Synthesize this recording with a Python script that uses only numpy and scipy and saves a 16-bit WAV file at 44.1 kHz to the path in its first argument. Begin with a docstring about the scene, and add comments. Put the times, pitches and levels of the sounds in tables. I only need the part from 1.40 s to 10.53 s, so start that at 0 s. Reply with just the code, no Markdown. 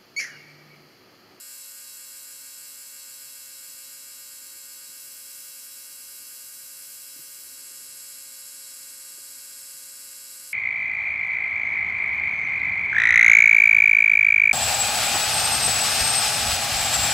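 """A small brushless motor runs unloaded at about 8000 rpm on a bench tester, held in one hand.
The rotor sings its shaft orders; the bearings add in-between tones and a bright rasp. The electronics
add a fixed whine and a chopper tone that creeps upward and beats ever faster against the rotor.
The hand shifts twice, which recolours the treble, and rubs and bumps softly in a quiet room."""
import sys
import numpy as np
from scipy import signal
from scipy.fft import rfft, irfft, next_fast_len
from scipy.io import wavfile

SR = 44100
rng = np.random.default_rng(int(sys.argv[2]) if len(sys.argv) > 2 else 0)


def generate_wav(sig):
    """Save sig (samples, or channels by samples) to the path in sys.argv[1] as 16-bit PCM at SR."""
    pcm = np.round(np.clip(np.atleast_2d(sig).T, -1, 1) * 32767).astype(np.int16)
    wavfile.write(sys.argv[1], SR, pcm)


N = 402633
TIME = np.arange(N) / SR
SHAFT_HZ = 134.497
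# Resonances of can and end bells. Each row: centre in Hz, width in Hz, level in dB in grips 0, 1 and 2.
CASING = [(1523,230,-95,-95.5,-95),(2120,760,-96.5,-97.5,-96.5),(2635,260,-93.5,-92.5,-93),(3130,510,-98,-97.5,-99),(3700,850,-96.5,-96,-95.5),(4340,410,-88.5,-90.5,-89),(5080,640,-85,-84,-83.5),(6030,260,-89.5,-87,-91),(6570,290,-94,-88,-86.5),(7320,1020,-82,-83,-81.5),(7840,660,-79.5,-83.5,-81.5),(8130,690,-95,-83.5,-80.5),(8800,800,-84,-83.5,-87),(9760,270,-86,-100,-96),(10200,570,-81.5,-81,-78.5),(10600,450,-99,-80.5,-91),(11260,770,-81.5,-81,-80),(12100,490,-82.5,-81,-83),(12900,360,-90,-85,-89),(13560,730,-82.5,-80.5,-83.5),(14400,403,-83.5,-100,-98),(15326,680,-94,-85.5,-89)]


def from_db(db):
    """Decibels to gain."""
    return np.exp(np.asarray(db) * (np.log(10) / 20))


def unit_rms(x):
    """Scale to unit power."""
    return x / np.sqrt(np.mean(x ** 2) + 1e-20)


def shaped(x, gain_at):
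    """Filter a steady sound by a gain that is a function of frequency."""
    size = next_fast_len(N, True)
    hz = np.maximum(np.arange(size // 2 + 1) * SR / size, 1)
    return irfft(rfft(x, size) * gain_at(hz), size)[:N]


def white():
    """Noise of 0 dB per Hz."""
    return rng.standard_normal(N) * np.sqrt(SR / 2)


def drift(rate_hz):
    """Random wander of spread 1: noise through two one-pole low-passes."""
    hop, settle = 40, 2000
    pole = np.exp(-2 * np.pi * hop * rate_hz / SR)
    noise = rng.standard_normal(N // hop + settle + 2)
    slow = signal.lfilter([1], [1, -2 * pole, pole * pole], noise)[settle:]
    return np.interp(np.arange(N) / hop, np.arange(len(slow)), unit_rms(slow))


def swell(start, length, attack_s, release_s):
    """Attack, hold and release between 0 and 1."""
    return np.clip(np.minimum((TIME - start) / attack_s, (start + length - TIME) / release_s), 0, 1)


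def bell(hz, centre_hz, width_hz):
    """Gain of a steep-sided resonance, 1 on top."""
    return (1 + (2 * (hz - centre_hz) / width_hz) ** 2) ** -.75


def notch(hz, centre_hz, width_hz, depth_db):
    """Gain of a narrow dip, or a lift if depth_db is positive."""
    offset = 2 * (hz - centre_hz) / width_hz
    return np.sqrt(1 - (1 - from_db(2 * depth_db)) / (1 + offset ** 4))


def room():
    """Low, even background of the workshop."""
    # Room tone. Each row: frequency in Hz, level in dB per Hz.
    spectrum = [(20,-123),(45,-106),(65,-98.5),(90,-99.5),(145,-96.5),(195,-103),(235,-96.5),(400,-104),(550,-106),(750,-113),(1100,-112),(3000,-118)]
    hz_points, db_points = np.transpose(spectrum)
    return shaped(white(), lambda hz: from_db(np.interp(np.log(hz), np.log(hz_points), db_points)))


def hand(resting_db=-85, grab_db=2.5):
    """Dull rubbing as skin catches and lets go, and a few quickly damped bumps."""
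    # Fingers slide on the can and leads. Each row: start in seconds, length in seconds, level in dB.
    rubs = [(.8, 0.56, -83), (2.9, 0.92, -75), (4.72, .35, -73), (5.55, 0.47, -74), (5.947, .65, -70)]
    # Soft knocks. Each row: start in seconds, level in dB, pitch in Hz, seconds to fall by 60 dB.
    bumps = [(5.761, -49, 275, 0.068), (5.791, -47, 328, 0.041), (5.793, -52, 149, .068),
             (7.781, -46.5, 362, 0.027), (7.784, -50.5, 580, .035)]
    friction = unit_rms(shaped(white(), lambda hz: bell(hz, centre_hz=338, width_hz=270)))
    slide_power = sum(from_db(2 * db) * swell(start, length, attack_s=0.078, release_s=0.15)
                      for start, length, db in rubs)
    grabbing = unit_rms(from_db(grab_db * drift(rate_hz=12)))
    out = friction * grabbing * np.sqrt(from_db(2 * resting_db) + slide_power)
    for start, db, hz, t60 in bumps:
        age = np.clip(TIME - start, 0, 1)
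        envelope = from_db(db - 60 * age / t60) * (1 - np.exp(-age / 0.0013))
        out += envelope * np.sin(2 * np.pi * hz * age)
    return out


def hand_grip():
    """Grip 0, 1 or 2: each shift of the hand glides on to the next."""
    # The hand moves the motor. Each row: start in seconds, length in seconds.
    shifts = [(3.42, 0.24), (6.05, 0.2)]
    return sum(np.clip((TIME - start) / length, 0, 1) for start, length in shifts)


def by_grip(values, grip):
    """Glide between one value per grip as the hand moves."""
    return np.interp(grip, np.arange(len(values)), values)


def reflections(x, grip):
    """Echoes off bench and tester cancel narrow bands; the notches cross-fade from grip to grip."""
    # Cancellations. Each row: centre in Hz, width in Hz, gain in dB in grips 0, 1 and 2.
    nulls = [(730,110,-11,1,-7),(2370,87,-6,2,-7),(3640,214,-11,-18,-15),(5600,190,-8,2,2),(8500,180,-4,-2,0),(8920,120,-8,1.5,-6),(9400,220,-0.5,-6,0),(12300,180,-4,-2,-10),(14560,300,-4,-22,-6),(14860,340,-22,2,-20)]
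    out = 0
    for k, weights in enumerate(np.eye(3)):
        notched = shaped(x, lambda hz: np.prod(
            [notch(hz, centre, width, dbs[k]) for centre, width, *dbs in nulls], axis=0))
        out += by_grip(weights, grip) * notched
    return out


def casing_tone(colour_hz, level_db, cycles, grip):
    """A sine that swells or fades as the casing turns its resonances at colour_hz to the microphone."""
    power = sum((from_db(dbs) * bell(colour_hz, centre, width)) ** 2 for centre, width, *dbs in CASING)
    facing = by_grip(from_db(level_db) * np.sqrt(2 * power / power.mean()), grip)
    phase = (cycles % 1).astype(np.float32) + rng.random()
    return facing * np.sin(2 * np.pi * phase)


def chopper_whine(turns, grip, gain_db, beat_start_hz=4.8, doubling_s=4.6, wander_hz=1.1):
    """The warming chopper creeps out of step with the shaft, so the rotor tones throb ever faster."""
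    # Chopper tones mixed with the rotation. Each row: rough shaft multiple, chopper harmonic, level in dB.
    partials = [(8,1,-80),(9,1,-86.5),(10,1,-79),(11,1,-75.5),(12,1,-70),(13,1,-86.5),(14,1,-72),(17,1,-78),(18,1,-78),(29.49,1,-70),(31,1,-72.5),(32,1,-79),(32.6,1,-74),(35,1,-74),(37,1,-67),(38,1,-70),(39,1,-69.5),(40,1,-69),(44,1,-68.5),(45,1,-66),(47.9,2,-71),(50.7,1,-72),(52,1,-65),(53,1,-64),(53,2,-64),(55,1,-74),(56.1,1,-69),(57.5,1,-66),(56.7,2,-64.5),(59,2,-70),(60.4,2,-76),(62.4,1,-63.5),(66.4,1,-67),(67.7,1,-66),(75.3,1,-73),(80.8,1,-72),(82.6,-1,-61),(84.4,1,-62.5),(88.2,1,-65)]
    beat_hz = beat_start_hz * 2 ** (TIME / doubling_s) + wander_hz * drift(rate_hz=1.297)
    beats = np.cumsum(beat_hz) / SR
    return sum(casing_tone(order * SHAFT_HZ, db + gain_db, round(order) * turns + harmonic * beats, grip)
               for order, harmonic, db in partials)


def drive_whine(turns, grip, gain_db, switching_hz=7889.45):
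    """Commutation splits the switching tone into sidebands at odd shaft multiples."""
    # Each row: offset from the switching tone in shaft multiples, level in dB.
    sidebands = [(-3,-58.5),(-1,-59.5),(1,-57.5),(3,-60),(5,-65)]
    carrier = switching_hz * TIME
    return sum(casing_tone(switching_hz + offset * SHAFT_HZ, db + gain_db, carrier + offset * turns, grip)
               for offset, db in sidebands)


def load_pattern(turns):
    """Bearing load that repeats with every turn; spread 1."""
    angle = np.linspace(0, 2 * np.pi, 257)
    pattern = sum(np.cos(k * angle + rng.uniform(0, 2 * np.pi)) for k in range(2, 10))
    return np.interp(2 * np.pi * (turns % 1), angle, unit_rms(pattern))


def worn_tracks(cage_per_turn=0.3683, count=6):
    """Wavy races and balls: a thicket of tones at sums of shaft and cage rates, as strong as white()."""
    size = next_fast_len(N, True)
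    shaft_orders = np.arange(1, int(SR / 2 / SHAFT_HZ) - count)
    orders = shaft_orders[:, None] + cage_per_turn * np.arange(count)
    bins = np.round(orders * SHAFT_HZ * size / SR).astype(int)
    spectrum = np.zeros(size // 2 + 1, complex)
    spectrum[bins] = np.exp(2j * np.pi * rng.random(orders.shape))
    return unit_rms(irfft(spectrum, size)[:N]) * np.sqrt(SR / 2)


def bearing_rasp(turns, grip, pulse_db, band_pulse_db, grain_db, tremor_db,
                 ticks_per_s, tick_db, tonal_share, tonal_below_hz):
    """Rolling contact, pulsed by the load and dotted with grit, rings the casing."""
    load_db = pulse_db * load_pattern(turns) + grain_db * drift(300) + tremor_db * drift(6)
    ticks = rng.random(N) < ticks_per_s / SR
    grit = ticks * rng.uniform(-1.4, 1, N) * from_db(tick_db) * np.sqrt(SR / 2)
    out = 0
    for centre, width, *dbs in CASING:
        # long waves in the metal repeat as the bearing turns; fine roughness does not
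        share = max(tonal_share * (1 - centre / tonal_below_hz), 0)
        surface = np.sqrt(1 - share) * white()
        if share:
            surface += np.sqrt(share) * worn_tracks()
        pressure = unit_rms(from_db(load_db + band_pulse_db * (1 - share) * load_pattern(turns)))
        ringing = shaped(surface * pressure + grit, lambda hz: bell(hz, centre, width))
        out += by_grip(from_db(dbs), grip) * ringing
    return reflections(out, grip)


def bearing_tones(turns, grip, gain_db, slip_cycles):
    """Balls roll over the outer race; their cage slips a little."""
    # Ball-pass tones with sidebands a shaft turn apart. Each row: shaft multiple, level in dB.
    partials = [(2.578,-85.5),(4.578,-81.5),(5.578,-97),(6.578,-84.5),(7.578,-88),(10.578,-75.5),(11.578,-72),(13.578,-79.5),(15.578,-80.5),(16.578,-76.5),(18.578,-83),(19.578,-81),(22.578,-77.5),(25.578,-90),(30.578,-67.5),(32.578,-76),(33.578,-79),(34.578,-83),(35.578,-65),(38.578,-67.5),(39.578,-76),(43.578,-77),(60.578,-65)]
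    slip = slip_cycles * drift(rate_hz=1.6)
    return sum(casing_tone(order * SHAFT_HZ, db + gain_db, order * turns + slip, grip)
               for order, db in partials)


def rotor(turns, grip, gain_db, flutter_db, flutter_hz):
    """Tones locked to the shaft; the higher ones flutter more."""
    # Shaft orders. Each row: shaft multiple, level in dB.
    partials = [(1,-88),(2,-75.5),(3,-82.5),(4,-69),(5,-83),(6,-83),(7,-73.5),(8,-77),(9,-69),(10,-78.5),(11,-68.5),(12,-71.5),(13,-81),(14,-82.5),(15,-79.5),(16,-68.5),(17,-69.5),(18,-77.5),(19,-77),(20,-64),(21,-66.5),(22,-74),(23,-77.5),(24,-71),(25,-69.5),(26,-78),(29,-63),(30,-66.5),(31,-73.5),(32,-67.5),(33,-62),(34,-67),(35,-65.5),(36,-69.5),(37,-62.5),(38,-69),(39,-60.5),(40,-72),(41,-62),(42,-70),(43,-79),(44,-66.5),(45,-67),(46,-77),(55,-71),(56,-68),(59,-68),(61,-71),(64,-65),(65,-69),(66,-72),(77,-70),(80,-67),(82,-63.5),(83,-63.5),(84,-59.5),(85,-67),(86,-63),(87,-59),(88,-71),(89,-68),(91,-69)]
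    wobbles = [drift(flutter_hz) for _ in range(12)]
    out = 0
    for k, (order, db) in enumerate(partials):
        hz = order * SHAFT_HZ
        depth = (from_db(flutter_db) - 1) * min(np.sqrt(hz / 5000), 1)
        flutter = 1 + depth * wobbles[k % len(wobbles)]
        out += flutter * casing_tone(hz, db + gain_db, order * turns, grip)
    return out


def scene():
    """One shaft angle drives all the motor's layers; a single microphone feeds both channels."""
    grip = hand_grip()
    turns = SHAFT_HZ * TIME + 0.0038 * drift(rate_hz=0.67)
    motor = rotor(turns, grip, gain_db=-0.5, flutter_db=1.52, flutter_hz=7.5)
    motor += bearing_tones(turns, grip, gain_db=-0.5, slip_cycles=0.09)
    motor += drive_whine(turns, grip, gain_db=-0.5)
    motor += chopper_whine(turns, grip, gain_db=1.0)
    motor += bearing_rasp(turns, grip, pulse_db=1.5, band_pulse_db=2.5, grain_db=0.8, tremor_db=0.3,
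                          ticks_per_s=39, tick_db=3.5, tonal_share=0.62, tonal_below_hz=9900)
    return np.tile(motor + hand() + room(), (2, 1))


def record(dry):
    """A steep low-pass cuts off the highest treble."""
    cutoff_hz = 15300
    return np.array([shaped(channel, lambda hz: 1 / np.sqrt(1 + (hz / cutoff_hz) ** 800))
                     for channel in dry])


dry = scene()
out = record(dry)
generate_wav(out)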